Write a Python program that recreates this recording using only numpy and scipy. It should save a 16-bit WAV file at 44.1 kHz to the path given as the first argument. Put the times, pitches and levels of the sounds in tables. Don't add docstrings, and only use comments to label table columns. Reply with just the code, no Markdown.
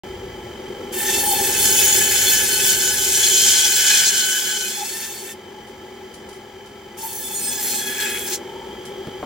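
import sys
import numpy as np
from scipy import signal
from scipy.fft import rfft, irfft, next_fast_len
from scipy.io import wavfile
from scipy.ndimage import uniform_filter1d, map_coordinates

SR = 44100
rng = np.random.default_rng(int(sys.argv[2]) if len(sys.argv) > 2 else 0)


def persist_wave(psi):
    counts = np.round(np.clip(psi, -1, 1) * 32767).astype(np.int16)
    wavfile.write(sys.argv[1], SR, np.atleast_2d(counts).T)


N = 407925
T = np.arange(N) / SR
FFT_SIZE = next_fast_len(N)
BINS_HZ = np.maximum(np.arange(FFT_SIZE // 2 + 1) * SR / FFT_SIZE, 1)
IDLE_TOOTH_HZ = 899.3

# time_s, tooth_rate_hz
TOOTH_RATE = [
    [(.95, 895), (1.25, 882), (1.5, 867), (2, 856), (2.7, 859), (3, 845), (4, 832), (4.68, 833),
     (4.95, 888)],
    [(7, 895), (7.2, 870), (7.6, 848), (8.1, 845), (8.3, 830)],
]
# start_s, end_s, tone_over_grit_db (at idle speed)
CUTS = [(0.917, 5.32, 4.5), (6.967, 8.355, 7)]
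# time_s, feed_db, crunch_db, spray_db
FEED = [
    [(0.95, -37, -2, 8), (1.14, -26, -7, 1), (1.25, -30, -7, 8), (1.72, -25, -9, 3), (2.12, -25, -6, 3),
     (2.78, -26, -11, 3), (3.55, -21, -13, -4), (4.04, -26, -8, -2), (4.09, -19, -17, -10),
     (4.11, -26, -9, -3), (4.24, -28, -12, -2), (5.3, -40, -4, 4)],
    [(7.02, -40, -12, 5), (7.048, -41, -3, 9), (7.224, -41, -13, 8), (7.686, -32, -6, 3),
     (7.77, -31, -13, 4), (7.814, -36, -7, 4), (8.08, -34, 5, 2), (8.246, -40, 0, 7), (8.33, -33, -10, -1)],
]


def from_db(db):
    return 10 ** (np.asarray(db) / 20)


def unit_rms(x):
    return x / np.sqrt(np.mean(x ** 2) + 1e-20)


def in_time(rows):
    time_s, *columns = np.transpose(rows)
    return [np.interp(T, time_s, column) for column in columns]


def in_bins(rows, column=1):
    columns = np.transpose(rows)
    return np.interp(np.log(BINS_HZ), np.log(columns[0]), columns[column])


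def drift(rate_hz):
    step, settle = 40, 2000
    pole = np.exp(-2 * np.pi * step * rate_hz / SR)
    white = rng.standard_normal(N // step + settle + 2)
    slow = signal.lfilter([1], [1, -2 * pole, pole * pole], white)[settle:]
    return np.interp(np.arange(N) / step, np.arange(len(slow)), unit_rms(slow))


def band(x, low_hz, high_hz, order=4):
    sos = signal.butter(order, [low_hz, min(high_hz, .45 * SR)], "band", fs=SR, output="sos")
    return signal.sosfilt(sos, x + 1e-18)


def resonances(modes):
    return np.sqrt(sum((from_db(db) / (1 + ((BINS_HZ - hz) / half_width_hz) ** 2)) ** 2
                       for hz, half_width_hz, db in modes))


def noise(colour, force=1):
    # freq_hz, correlation
    likeness = [(100, 1), (400, 1), (600, .72), (2000, 0.77), (2800, 0.33), (4000, 0.92), (5200, 0.65),
                (6800, 0.47), (12500, 1), (15000, 1)]
    alike = np.clip(in_bins(likeness), -1, 1)
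    mid, side = rfft(force * rng.standard_normal((2, N)), FFT_SIZE) * colour
    mid, side = irfft([mid * np.sqrt(1 + alike), side * np.sqrt(1 - alike)], FFT_SIZE)[:, :N]
    return np.array([mid + side, mid - side]) / np.std(mid)


def struck(start_s, t60_s):
    return (T >= start_s) * from_db(-60 * np.clip((T - start_s) / t60_s, 0, 4))


def swell(centre_s, length_s):
    return np.clip(1 - (2 * (T - centre_s) / length_s) ** 2, 0, 1)


def engaged(loss_db_per_s=0, attack_s=0.028, t60_s=0.081):
    return [np.clip((T - start_s) / attack_s, 0, 1)
            * from_db(-loss_db_per_s * np.maximum(T - start_s, 0))
            * from_db(-60 * np.clip((T - end_s) / t60_s, 0, 4))
            for start_s, end_s, _ in CUTS]


def hum(waver=0.00282):
    # pitch_hz, level_db
    tones = [(92, -59.5), (139.4, -65), (201, -60), (215.3, -54), (372, -48.5), (410, -51.5), (694, -61),
             (828, -66)]
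    out = 0
    for hz, db in tones:
        cycles = hz * np.cumsum(1 + waver * drift(2.69)) / SR
        out += np.sqrt(2) * from_db(db) * np.sin(2 * np.pi * cycles)
    return out


def steel_table(swing_db, damping_db_per_s=8.5):
    # freq_hz, half_width_hz, gain_db
    modes = [(838.4, 36, 17), (796, 59, 1)]
    feed_db = in_time(np.vstack(FEED))[0]
    idling = from_db(-46.5 + 0.44 * swing_db)
    sawing = sum(engaged(damping_db_per_s)) * from_db(feed_db - 4)
    return np.hypot(idling, sawing) * noise(resonances(modes))


def machine(wheel_hz=8.8, flap_hz=47.1):
    # time_s, drone_db, rumble_db
    shake = [(0.1, -36, -45.5), (0.27, -37.5, -46), (0.99, -33.5, -51), (1.54, -31, -42.5),
             (3.39, -38.5, -49), (4.84, -44, -63), (6.28, -42.5, -57), (6.63, -46, -57), (8.35, -37, -55.5),
             (9.05, -37, -53)]
    # freq_hz, half_width_hz, gain_db
    frame_modes = [(219.4, 25, -9.5), (242, 39, -10.5), (363, 35, -2.5), (378.7, 11.1, 3.5),
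                   (401.6, 5, 3.5), (491, 59, -6.5), (566, 20, -14.5)]
    guide_modes = [(1326, 39, 2), (1694, 115, 0.5), (1994, 18, 5), (2225, 250, -3), (3075, 51, 7.5),
                   (3250, 104, -2.5), (4840, 180, -8.5), (5840, 220, -10), (6980, 550, -13.5)]
    # freq_hz, density_db
    rumble_spectrum = [(22, -24), (35, -6), (48, 1.5), (70, 2.5), (135, 1), (300, -21), (600, -23),
                       (1200, -96)]
    shop_spectrum = [(40, -38), (200, 3.5), (500, -4.5), (630, -4), (950, -0.5), (1150, -4), (1700, -14.5),
                     (3600, -11), (6000, -20), (9000, -19.5), (12000, -27.5), (14500, -17.5)]
    drone_db, rumble_db = in_time(shake)
    swing_db = drone_db - drone_db.mean()
    running = from_db(-45 + 0.47 * swing_db)
    throb = 1 + 0.086 * np.sin(2 * np.pi * wheel_hz * T)
    flap = 1 + 0.18 * np.sin(2 * np.pi * flap_hz * T)
    rumble = from_db(rumble_db + 3) * noise(from_db(in_bins(rumble_spectrum)))
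    frame = from_db(drone_db + 1) * throb * noise(resonances(frame_modes))
    table = steel_table(swing_db)
    guides = running * flap * noise(resonances(guide_modes))
    shop = running * noise(from_db(in_bins(shop_spectrum)))
    return rumble + frame + table + guides + shop + hum()


def crumbs(t60_s=0.18, gain_db=-10):
    # start_s, level_db
    ticks = [(5.672, -38), (6.1399, -32), (6.2894, -33), (6.3294, -38), (6.3594, -48), (6.6594, -38),
             (8.853, -28.5)]
    envelope = sum(from_db(db + gain_db) * struck(start_s, t60_s) for start_s, db in ticks)
    return envelope * unit_rms(band(rng.standard_normal((2, N)), 3700, 11000, order=2))


def bumps(t60_s=0.029, clatter=0.51, gain_db=-2):
    # start_s, level_db, pitch_hz
    impacts = [(1.175, -21, 369), (9.072, -18, 262), (9.082, -20, 231), (9.228, -16.5, 606),
               (9.237, -20, 514)]
    out = 0
    for start_s, db, hz in impacts:
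        knock = struck(start_s, t60_s) * np.sin(2 * np.pi * hz * (T - start_s))
        rattle = unit_rms(band(rng.standard_normal(N), hz / 2, 2 * hz, order=3))
        out += from_db(db + gain_db) * (knock + clatter * struck(start_s, 2 * t60_s) * rattle)
    return out


def ringing():
    # centre_s, length_s, freq_hz, width_hz, level_db
    rings = [(1.256, 0.79, 3090, 150, -35.5), (1.285, 0.054, 8800, 67, -22), (1.34, 0.27, 823, 67, -25.5),
             (1.73, .1, 1525, 25, -32.5), (3.465, 0.39, 3186, 70, -24), (4.825, .12, 826, 46, -32),
             (7.058, .16, 889, 18.3, -36), (7.8, 1.38, 240, 39, -44), (8.041, 0.63, 3326, 79, -32.5),
             (8.6, 0.39, 880, 100, -40), (8.85, 1.08, 3200, 260, -47.5)]
    out = np.zeros(N)
    for centre_s, length_s, hz, width_hz, db in rings:
        envelope = swell(centre_s, length_s)
        live = np.flatnonzero(envelope)
        white = rng.standard_normal(SR // 4 + len(live))
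        ring = band(white, hz - width_hz / 2, hz + width_hz / 2, order=2)[-len(live):]
        out[live] += from_db(db) * envelope[live] * unit_rms(ring)
    return out


def squeal(surge, start_s=1.45, end_s=4.78, fade_s=0.17, slip_db=-12, slip_hz=6.1):
    # freq_hz, half_width_hz, gain_db
    low_modes = [(1511.6, 11.5, 1), (1575, 90, -16.5)]
    middle_modes = [(3043, 34.5, 3), (3015, 15, -9.5)]
    high_modes = [(6750, 34, -2), (6797, 170, -6)]
    # time_s, lean_db
    lean = [(1.62, 2), (1.85, 6.5), (2.15, 3.5), (2.45, 0), (2.95, -5.5), (3.15, 4), (3.35, 5.5),
            (3.6, -1.5), (4.5, -2.5)]
    pinch = np.clip(np.minimum(T - start_s, end_s - T) / fade_s, 0, 1)
    feed_db, lean_db = in_time(np.vstack(FEED))[0], in_time(lean)[0]
    push_db = 0.12 * (feed_db - np.average(feed_db, weights=pinch))
    out = 0
    for modes, db in [(low_modes, -34 - lean_db),
                      (middle_modes, -27.5 + push_db),
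                      (high_modes, -27.5 + push_db + lean_db)]:
        ring = noise(resonances(modes))
        power = uniform_filter1d(np.mean(ring ** 2, axis=0), size=700) + 1e-6
        out += from_db(db) * ring / power ** .45
    slip = np.cos(2 * np.pi * slip_hz * T) + drift(26) / 2
    return pinch * surge * from_db(slip_db * np.clip(slip - .5, 0, 1)) * out


def whistles(tooth_cycles, waver_db=2):
    # centre_s, length_s, approx_pitch_hz, level_db
    locks = [(1.27, .4, 4400, -38), (2.285, 0.066, 3430, -22.5), (2.29, 0.072, 4290, -25),
             (7.373, 0.081, 6870, -26), (7.37, 0.11, 8590, -31), (7.466, 0.12, 8560, -26),
             (7.47, 0.1, 5140, -33)]
    out = 0
    for centre_s, length_s, hz, db in locks:
        tooth_hz = np.interp(centre_s, *np.vstack(TOOTH_RATE).T)
        tone = np.sqrt(2) * np.sin(2 * np.pi * np.round(hz / tooth_hz) * tooth_cycles)
        out += from_db(db + waver_db * drift(25)) * swell(centre_s, length_s) * tone
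    return out


def tooth_tone(tooth_cycles, flex_db=3.5):
    # freq_hz, gain_db
    spectrum = [(850, -7.5), (1720, 8.5), (2580, 3.5), (3400, 2.5), (4300, 3.5), (5100, 3), (6900, 3),
                (8600, 2), (9500, 1.5), (11200, 4), (12700, -6), (14000, 3.5)]
    offset_hz = BINS_HZ - IDLE_TOOTH_HZ * np.maximum(np.round(BINS_HZ / IDLE_TOOTH_HZ), 1)
    half_width_hz = 24 + 36 * (BINS_HZ / 7000) ** 2
    comb = 1 / (1 + (offset_hz / half_width_hz) ** 2)
    hz, _, frames = signal.stft(noise(comb * from_db(in_bins(spectrum))), SR, nperseg=512)
    harmonic = np.round(hz / IDLE_TOOTH_HZ).astype(int)
    flex = rng.standard_normal((harmonic.max() + 1, frames.shape[-1]))
    flex = unit_rms(uniform_filter1d(flex, size=9))
    pattern = signal.istft(frames * from_db(flex_db * flex[harmonic]))[1]
    position = tooth_cycles * SR / IDLE_TOOTH_HZ
    return unit_rms(np.array([map_coordinates(ear, [position], order=3, mode="mirror")
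                              for ear in pattern]))


def cutting(tooth_hz, tooth_cycles, surge, chip_db=1.5, judder_db=0.16, grain_db=1.28,
            roughen_db_per_hz=.06, muffle_db_per_s=0.06):
    # freq_hz, density_db
    grit_spectrum = [(300, -26), (700, -15), (1100, -18), (1600, -0.5), (1900, -4.5), (2150, 0),
                     (2800, -5.5), (3400, -1), (3900, -5.5), (6700, 2.5), (8500, 2.5), (12500, 2.5),
                     (14500, -8)]
    # centre_s, length_s, boost_db
    bites = [(1.09, 0.033, 1.5), (1.657, 0.012, 5), (3.907, 0.028, 6), (5.022, 0.12, 3.5),
             (7.622, 0.099, 0), (8.006, .02, 2), (8.285, .02, 3.5), (8.336, 0.038, 4.5)]
    force = (1 + 0.53 * np.cos(2 * np.pi * tooth_cycles)) * from_db(chip_db * drift(500))
    grit = noise(from_db(in_bins(grit_spectrum)), force)
    roughen_db = roughen_db_per_hz * (IDLE_TOOTH_HZ - tooth_hz)
    tone_gain = sum(gain * from_db(db - roughen_db) for gain, (_, _, db) in zip(engaged(), CUTS))
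    teeth = (grit + tone_gain * tooth_tone(tooth_cycles)) / np.hypot(1, tone_gain)
    teeth *= from_db(judder_db * drift(90))
    feed_db, crunch_db, spray_db = in_time(np.vstack(FEED))
    contact = sum(engaged())
    bone = from_db(sum(db * swell(centre_s, length_s) for centre_s, length_s, db in bites))
    shade = sum(engaged(muffle_db_per_s)) / (contact + 1e-9)
    crunch = (bone * from_db(crunch_db + 3.2), band(teeth, 546, 2920))
    rasp = (bone * from_db(4.5), band(teeth, 3080, 7980))
    spray = (shade * from_db(spray_db + 2.5), band(teeth, 8880, 19500))
    chips = sum(gain * from_db(grain_db * drift(15.6)) * x / np.std(x.mean(axis=0))
                for gain, x in (crunch, rasp, spray))
    return contact * surge * from_db(feed_db) * chips


def scene(speed_jitter=0.00195, surge_db=1.29):
    tooth_hz = in_time(np.vstack(TOOTH_RATE))[0]
    tooth_cycles = np.cumsum(tooth_hz * (1 + speed_jitter * drift(25.76))) / SR
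    surge = from_db(surge_db * drift(1.77))
    saw = cutting(tooth_hz, tooth_cycles, surge) + whistles(tooth_cycles) + ringing() + squeal(surge)
    return saw + machine() + crumbs() + bumps()


def record(dry, onset_s=.035, ceiling=1.1, cutoff_hz=15850):
    # freq_hz, left_lead_rad, left_over_right_db
    ports = [(150, 0, 0), (600, .7, 2.2), (1700, 0, 0), (2500, .2, 2), (2900, -.8, 1), (4200, 0, .8),
             (5000, -.4, 1.8), (6500, -1.3, .2), (15000, -1.5, 0)]
    side = np.array([[.5], [-.5]])
    response = np.exp(1j * side * in_bins(ports, 1)) * from_db(side * in_bins(ports, 2))
    stereo = irfft(rfft(dry, FFT_SIZE) * response, FFT_SIZE)[:, :N]
    rounded = ceiling * np.tanh((T > onset_s) * stereo / ceiling)
    return signal.sosfilt(signal.ellip(12, .1, 95, cutoff_hz, fs=SR, output="sos"), rounded)


dry = scene()
out = record(dry)
persist_wave(out)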